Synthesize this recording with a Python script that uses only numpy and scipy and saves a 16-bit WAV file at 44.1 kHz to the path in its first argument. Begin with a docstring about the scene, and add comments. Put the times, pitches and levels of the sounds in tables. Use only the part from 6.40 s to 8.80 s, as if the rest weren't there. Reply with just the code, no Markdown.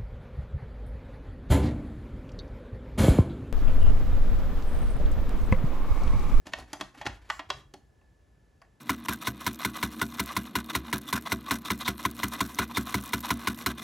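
"""In a small quiet room, close above a table, a hollow plastic cassette is turned over in the hands.
Its loose reels and flap strike the shell, and each impact excites damped resonances. Fingers rub
by stick-slip friction, the hands bump it softly, and sliding plastic squeaks once. The table reflects
the clacks and the walls reverberate; under it all lie a low rumble, faint hiss and a thin whine."""
import sys
import numpy as np
from scipy import signal
from scipy.fft import rfft, irfft, next_fast_len
from scipy.io import wavfile
from scipy.ndimage import uniform_filter1d, map_coordinates

SR = 44100
rng = np.random.default_rng(int(sys.argv[2]) if len(sys.argv) > 2 else 0)


def waveform_to_disk(signal):
    """Save audio, clipped to [-1, 1], as 16-bit WAV at the path in sys.argv[1]."""
    frames = np.transpose(np.atleast_2d(signal))
    scaled = np.clip(frames, -1, 1) * 32767
    samples = np.round(scaled).astype(np.int16)
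    wavfile.write(sys.argv[1], SR, samples)


N = 105840


def amp(db):
    """Decibels to gain."""
    return 10 ** (np.asarray(db) / 20)


def unit(x):
    """Normalisation to rms 1."""
    return x / np.sqrt(np.mean(x ** 2) + 1e-20)


def along(points, hz):
    """Interpolation of (Hz, value) points on a log axis."""
    f, v = np.transpose(points)
    return np.interp(np.log(hz + 1), np.log(f + 1), v)


def fade(t, t60):
    """Exponential decay by 60 dB in t60."""
    return np.exp(-np.log(1000) * t / np.maximum(t60, 1e-4))


def wobble(rate):
    """Spline interpolation of random knots, rate a second."""
    return map_coordinates(rng.standard_normal(N // 8), [np.arange(N) * rate / SR], mode="wrap")


def add(track, s, sound):
    """Superposition of a sound on a track at time s."""
    i = max(round(s * SR), 0)
    track[..., i:i + sound.shape[-1]] += sound[..., :max(N - i, 0)]


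def filtered(x, response):
    """Linear filtering by a complex frequency response."""
    m = next_fast_len(N + SR // 2)
    return irfft(rfft(x, m) * response(np.fft.rfftfreq(m, 1 / SR)), m)[..., :N]


def coloured(x, points, size=16384):
    """Minimum-phase filter through (Hz, dB) points, for short sounds."""
    cepstrum = irfft(np.log(amp(along(points, np.fft.rfftfreq(size, 1 / SR)))))
    cepstrum[1:size // 2] *= 2
    cepstrum[size // 2 + 1:] = 0
    return irfft(rfft(x, size) * np.exp(rfft(cepstrum)))[:len(x)]


def noise(spectrum):
    """Spectral shaping of white noise; rms 1."""
    return unit(filtered(rng.standard_normal(N), lambda hz: amp(along(spectrum, hz))))


def dying(t60s, length, size):
    """Frequency-dependent damping of a noise burst."""
    hz, t, z = signal.stft(rng.standard_normal(length), SR, nperseg=size)
    return signal.istft(z * fade(t, along(t60s, hz)[:, None]), SR, nperseg=size)[1][:length]


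def evened(x, order=121):
    """Whitening: flattens the broad spectrum, keeping its fine peaks; energy 1."""
    z = rfft(x, 2 * len(x))
    return irfft(z / np.sqrt(np.abs(uniform_filter1d(np.abs(z) ** 2, order)) + 1e-12))[:len(x)]


# rumble envelope (time [s], level [dB])
RUMBLE_LEVEL = [(0.0, -54.5), (0.08, -70), (0.16, -49), (0.37, -67), (0.63, -59), (0.68, -50),
                (0.89, -62.5), (1.14, -52.5), (1.43, -61.5), (1.49, -62.5), (2.32, -63.5), (2.4, -73.5)]
# its spectrum (frequency [Hz], density [dB])
RUMBLE = [(20, -24.5), (35, -9), (52, 1), (70, -2.5), (110, -10), (200, -21), (400, -57.5)]
def rumble(gain_db=-0.5):
    """Amplitude modulation: low noise swells and sinks."""
    level_db = np.interp(np.arange(N) / SR, *np.transpose(RUMBLE_LEVEL))
    return amp(level_db + gain_db) * noise(RUMBLE)


# hiss spectrum (frequency [Hz], density [dB])
HISS = [(50, -21.5), (120, -5), (170, -10), (370, -12.5), (500, -15.5), (1200, -26), (1750, -27.5),
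        (2300, -30), (4000, -34), (7000, -35.5), (9000, -36.5), (12000, -40), (13500, -58), (16000, -69.5)]
# its stereo width (frequency [Hz], side over mid [dB])
HISS_WIDTH = [(100, -5.5), (300, -8.5), (900, -1.5), (4000, -12), (10000, -13.5)]
def hiss(mid_db=-68.5):
    """Partial coherence: the channels share one noise and take a second in opposite phase."""
    side = filtered(noise(HISS), lambda hz: amp(along(HISS_WIDTH, hz)))
    return amp(mid_db) * (noise(HISS) + np.array([side, -side]))


# whine tones (frequency [Hz], level [dB])
WHINE = [(1745, -82), (1700, -85.5)]
# their brief swell (time [s], gain [dB])
WHINE_SWELL = [(0, 0.5), (1.55, 0), (1.66, 5), (1.82, -1.5), (1.95, 0), (2.4, 0)]
def whine():
    """Phase modulation: two faint, close tones waver at random."""
    t = np.arange(N) / SR
    tones = sum(amp(db) * np.sqrt(2) * np.sin(2 * np.pi * hz * t + 0.91 * wobble(35))
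                for hz, db in WHINE)
    return tones * amp(np.interp(t, *np.transpose(WHINE_SWELL)))


# rubbing strokes, and brief soft noise just before two clacks (start [s], duration [s], level [dB])
RUBS_AND_PUFFS = [(0.053, 0.046, -51.5), (0.118, 0.022, -50.5), (0.151, 0.086, -53), (0.273, 0.16, -60.5),
                  (0.395, 0.021, -47.5), (0.537, 0.049, -60), (0.571, 0.064, -54.5), (0.647, 0.021, -46),
                  (0.725, 0.05, -58.5), (.812, .02, -58.5), (.84, 0.057, -62.5), (0.888, 0.00428, -43.5),
                  (1.088, 0.028, -51), (1.162, 0.05, -58)]
# their spectrum (frequency [Hz], density [dB])
RUB_SPECTRUM = [(100, -7), (300, 8), (500, -0.5), (800, 2), (2000, -1.5), (4500, -9.5), (8000, -15.5),
                (11500, -17.5), (15000, -38)]
def rubbing(rise_s=.008, fall_s=.035, grains_per_s=900, grain_db=2):
    """Friction noise: grainy rubbing strokes; the same noise also sounds briefly before two clacks."""
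    t = np.arange(N) / SR
    envelope = np.zeros(N)
    for start, length, db in RUBS_AND_PUFFS:
        rise = np.clip((t - start) / rise_s, 0, 1)
        fall = np.clip((start + length - t) / fall_s + .5, 0, 1)
        envelope += amp(db) * rise * fall
    grainy = unit(noise(RUB_SPECTRUM) * amp(grain_db * wobble(grains_per_s)))
    return room(envelope * grainy)[:, :N]


# room decay (frequency [Hz], T60 [s])
ROOM_T60 = [(100, 0.473), (400, 0.25), (1500, 0.35), (5000, 0.27), (12000, .36)]
# reverberation over direct sound (frequency [Hz], level [dB])
ROOM_DB = [(100, -3.5), (400, -10), (1500, -11.5), (5000, -10), (12000, -11.5)]
def room(sound, rise_s=0.004, side_db=-8.5):
    """Reverberation: wall reflections add a diffuse stereo tail to the direct sound."""
    t = np.arange(SR // 2) / SR
    onset = 1 - np.exp(-t / rise_s)
    mid, side = [evened(dying(ROOM_T60, len(t), size=256) * onset) for _ in range(2)]
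    tails = [coloured(mid + sign * amp(side_db) * side, ROOM_DB, size=32768) for sign in (1, -1)]
    return np.array([signal.fftconvolve(sound, tail + (t == 0)) for tail in tails])


# impacts of loose parts (time [s], level [dB], gains of lows, low mids, upper mids, treble, top [dB],
# shell T60 factor [ratio], then for two resonances of the struck spot: frequency [Hz], level [dB])
IMPACTS = [(.068, -54.5, 21, 10.5, 5.5, 6, 12, 1.1, 282, -17.5, 1790, -7.5),
           (.1347, -38.5, 2.5, 4, 5, 4, 0, 0.59, 1804, -4.5, 3190, -11.5),
           (.186, -51.5, 19, 10.5, -3.5, -6, 11, 1.5, 758, -8.5, 5260, -9),
           (.198, -57.5, 16.5, -2, -2, -4, 14, 2.4, 850, -2.5, 4340, 2),
           (0.331, -39, 2, 2.5, -3.5, -3.5, 9, 1.27, 304, -11, 4680, -9),
           (0.41, -35.5, 4.5, -1, -2.5, -1.5, 1.5, .95, 356, -12, 3410, -12),
           (0.548, -58, -40.5, 0.5, 1.5, -15, 4, 2.1, 780, 0, 2650, -7.5),
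           (0.6132, -48.5, -5.5, 11, 7, 2, 0, 1.7, 836, -2.5, 1875, -4),
           (.655, -43, 10, 5, -5.5, -1, -3.5, 2, 365.4, -9.5, 1900, -3),
           (.664, -34, 7, -5.5, 1.5, -1, -5.5, 0.79, 1440, -9.5, 1900, -3),
           (0.6694, -40.5, 4.5, 2.5, -7, 1.5, 2.5, .95, 830, 0, 2550, -2.5),
           (.9003, -33.5, -12.5, -3.5, -1, -4, -5, .75, 1106, -7, 1970, -3),
           (.9036, -36, -12.5, -3, -2.5, -5.5, -8, 0.64, 1170, -6, 1872, -3.5),
           (0.9934, -37.5, -8, -2, -1, -5, -11, 1.07, 297, -8.5, 1039, -3.5),
           (1.102, -30, -9.5, 0.5, -5, 2.5, -5, 0.79, 1058, -3, 394, -9.5),
           (1.3383, -53, 14, 7.5, -2, 0, 9, 0.9, 384, -10.5, 4430, -8),
           (1.614, -77, 12, 13.5, -5.5, -11, 1.5, 2.6, 1085, -1, 2640, 4),
           (2.217, -56.5, -9, 1, 0.5, -14, -0.5, 1.25, 668, -5, 4780, -4),
           (2.247, -74.5, -0.5, 5, 1.5, -11, -10, 1.6, 1050, -6, 1760, -0.5)]
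# bands of those gains, with a 0 dB reference third (frequency [Hz])
COLOUR_HZ = [290, 700, 1250, 2200, 3800, 10000]
# shell modes (frequency [Hz], level [dB], base T60 [s])
SHELL_MODES = [(300.3, -10.5, 0.09), (376.6, -19, 0.17), (615, -5, 0.051), (668, -12.5, 0.11),
               (756.8, -7, 0.14), (841, -6, .07), (929.6, -9.5, 0.12), (1046.3, -1.5, .05),
               (1161.5, 4.5, 0.033), (1489, -5.5, 0.059), (1825, -3, 0.068), (1900, -0.5, 0.037),
               (2690, -2.5, .05), (2964, -4, 0.044), (3290, 0.5, 0.058), (4266, -3.5, .03),
               (6133, -2, .025), (6772, -8, .025), (7290, -8.5, 0.02)]
# its dense upper resonances (frequency [Hz], density [dB])
DENSE_SPECTRUM = [(100, -8.5), (200, -9), (300, -12.5), (490, -15), (640, 3.5), (1100, 0), (2000, -1.5),
                  (3300, -3.5), (5000, -7), (7200, -15.5), (9000, -16.5), (11500, -21.5), (13500, -37.5),
                  (16000, -40.5)]
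# their decay (frequency [Hz], base T60 [s])
DENSE_T60 = [(300, 0.14), (1200, 0.052), (4000, .026), (11000, 0.02)]
def clacks(contact_s=0.0005, modes_db=-2.5, dense_db=-1, table_delay_s=.0036, table_db=-14.5):
    """Free vibration after impact: shell and struck spot ring; the table reflects the dense burst."""
    out, t = np.zeros((2, N)), np.arange(SR // 5) / SR
    onset = 1 - np.exp(-t / contact_s)
    equal_energy = lambda x: x * np.sqrt(SR / 50 / np.sum(x ** 2))
    mode = lambda hz, t60: onset * fade(t, t60) * np.sin(2 * np.pi * hz * t)
    spot_mode = lambda hz: equal_energy(mode(hz, 0.032 * (1000 / hz) ** 0.78))  # higher dies sooner
    for start, db, low, low_mid, high_mid, treble, top, stretch, hz_a, db_a, hz_b, db_b in IMPACTS:
        ring = sum((-1) ** k * amp(level + rng.normal(0, 1.5)) * mode(hz, t60 * stretch)
                   for k, (hz, level, t60) in enumerate(SHELL_MODES))
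        spot = amp(db_a) * spot_mode(hz_a) + amp(db_b) * spot_mode(hz_b)
        burst = onset * dying([(hz, t60 * stretch) for hz, t60 in DENSE_T60], len(t), size=64)
        reflection = amp(table_db) * np.interp(t - table_delay_s, t, burst, left=0)
        dense = coloured(evened(burst + reflection, order=161), DENSE_SPECTRUM)
        hit = amp(modes_db) * equal_energy(ring) + amp(dense_db) * equal_energy(dense) + spot
        colour = list(zip(COLOUR_HZ, [low, low_mid, 0, high_mid, treble, top]))
        add(out, start, room(amp(db) * coloured(hit, colour)))
    return out


# hand bumps and low room resonances (time [s], level [dB], frequency [Hz], T60 [s])
LOW_TONES = [(0.134, -63, 135, .2), (0.149, -53, 70, .35), (0.331, -59, 75.7, 0.14), (0.412, -51, 127.7, 0.34),
             (.425, -45, 194, 0.15), (.595, -52, 135, .3), (.615, -54, 195, .12), (0.667, -31.5, 118, .1),
             (.678, -35, 84, 0.14), (0.702, -45, 54.5, 0.81), (1.135, -50.5, 134.4, 0.62),
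             (1.349, -54.5, 294, 0.24)]
def low_tones(rise_s=0.0027):
    """Damped oscillation: soft bumps of a hand on the cassette, and the room's low resonances, each start one
    low tone."""
    out, t = np.zeros(N), np.arange(SR) / SR
    onset = 1 - np.exp(-t / rise_s)
    for start, db, hz, t60 in LOW_TONES:
        add(out, start, amp(db) * onset * fade(t, t60) * np.sin(2 * np.pi * hz * t))
    return out


# squeak envelope (time [s], level [dB])
SQUEAK = [(0.9, -54.5), (0.922, -60), (0.968, -62.5), (1.02, -70.5)]
# scrape spectrum (frequency [Hz], density [dB])
SCRAPE = [(2000, -27), (5000, 4), (7400, 3.5), (9000, -5), (11000, -1), (15000, -16)]
def squeak(centre_hz=7400, waver_hz=260, tone_db=2, scrape_db=1.5, edge_s=.02):
    """Friction-induced vibration: sliding plastic gives a thin, wavering tone in a bright scrape."""
    t = np.arange(N) / SR
    times, db = np.transpose(SQUEAK)
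    gate = np.clip(np.minimum(t - times[0], times[-1] - t) / edge_s, 0, 1)
    hz = centre_hz + waver_hz * wobble(600)
    tone = amp(tone_db) * np.sin(2 * np.pi * np.cumsum(hz) / SR)
    return gate * amp(np.interp(t, times, db)) * (tone + amp(scrape_db) * noise(SCRAPE))


def scene():
    """Superposition: the sounds of handling add to the quiet background."""
    return clacks() + rubbing() + low_tones() + squeak() + rumble() + hiss() + whine()


# phase between the microphone ports (frequency [Hz], lead of the left [rad])
PORT_PHASE = [(0, 0), (1000, .1), (3200, .55), (4200, .15), (7000, 0), (7600, -.7), (8900, -3.1),
              (11100, -6.3), (13300, -9.4), (16000, -13)]
# their balance (frequency [Hz], left minus right [dB])
PORT_BALANCE = [(100, .5), (700, -.5), (1100, -1.8), (1850, -1.8), (2300, 1.5), (4000, .8), (8000, 0)]
def record(dry, low_cut_hz=35, top_hz=15900):
    """Band-limited stereo pickup: two microphone ports differ in phase and level."""
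    half = np.array([[.5], [-.5]])
    gain = lambda hz: amp(half * along(PORT_BALANCE, hz))
    phase = lambda hz: half * np.interp(hz, *np.transpose(PORT_PHASE))
    cut = signal.sosfilt(signal.butter(2, low_cut_hz, "highpass", fs=SR, output="sos"), dry)
    return filtered(cut, lambda hz: gain(hz) * np.exp(1j * phase(hz)) * (hz < top_hz))


dry = scene()
out = record(dry)
waveform_to_disk(out)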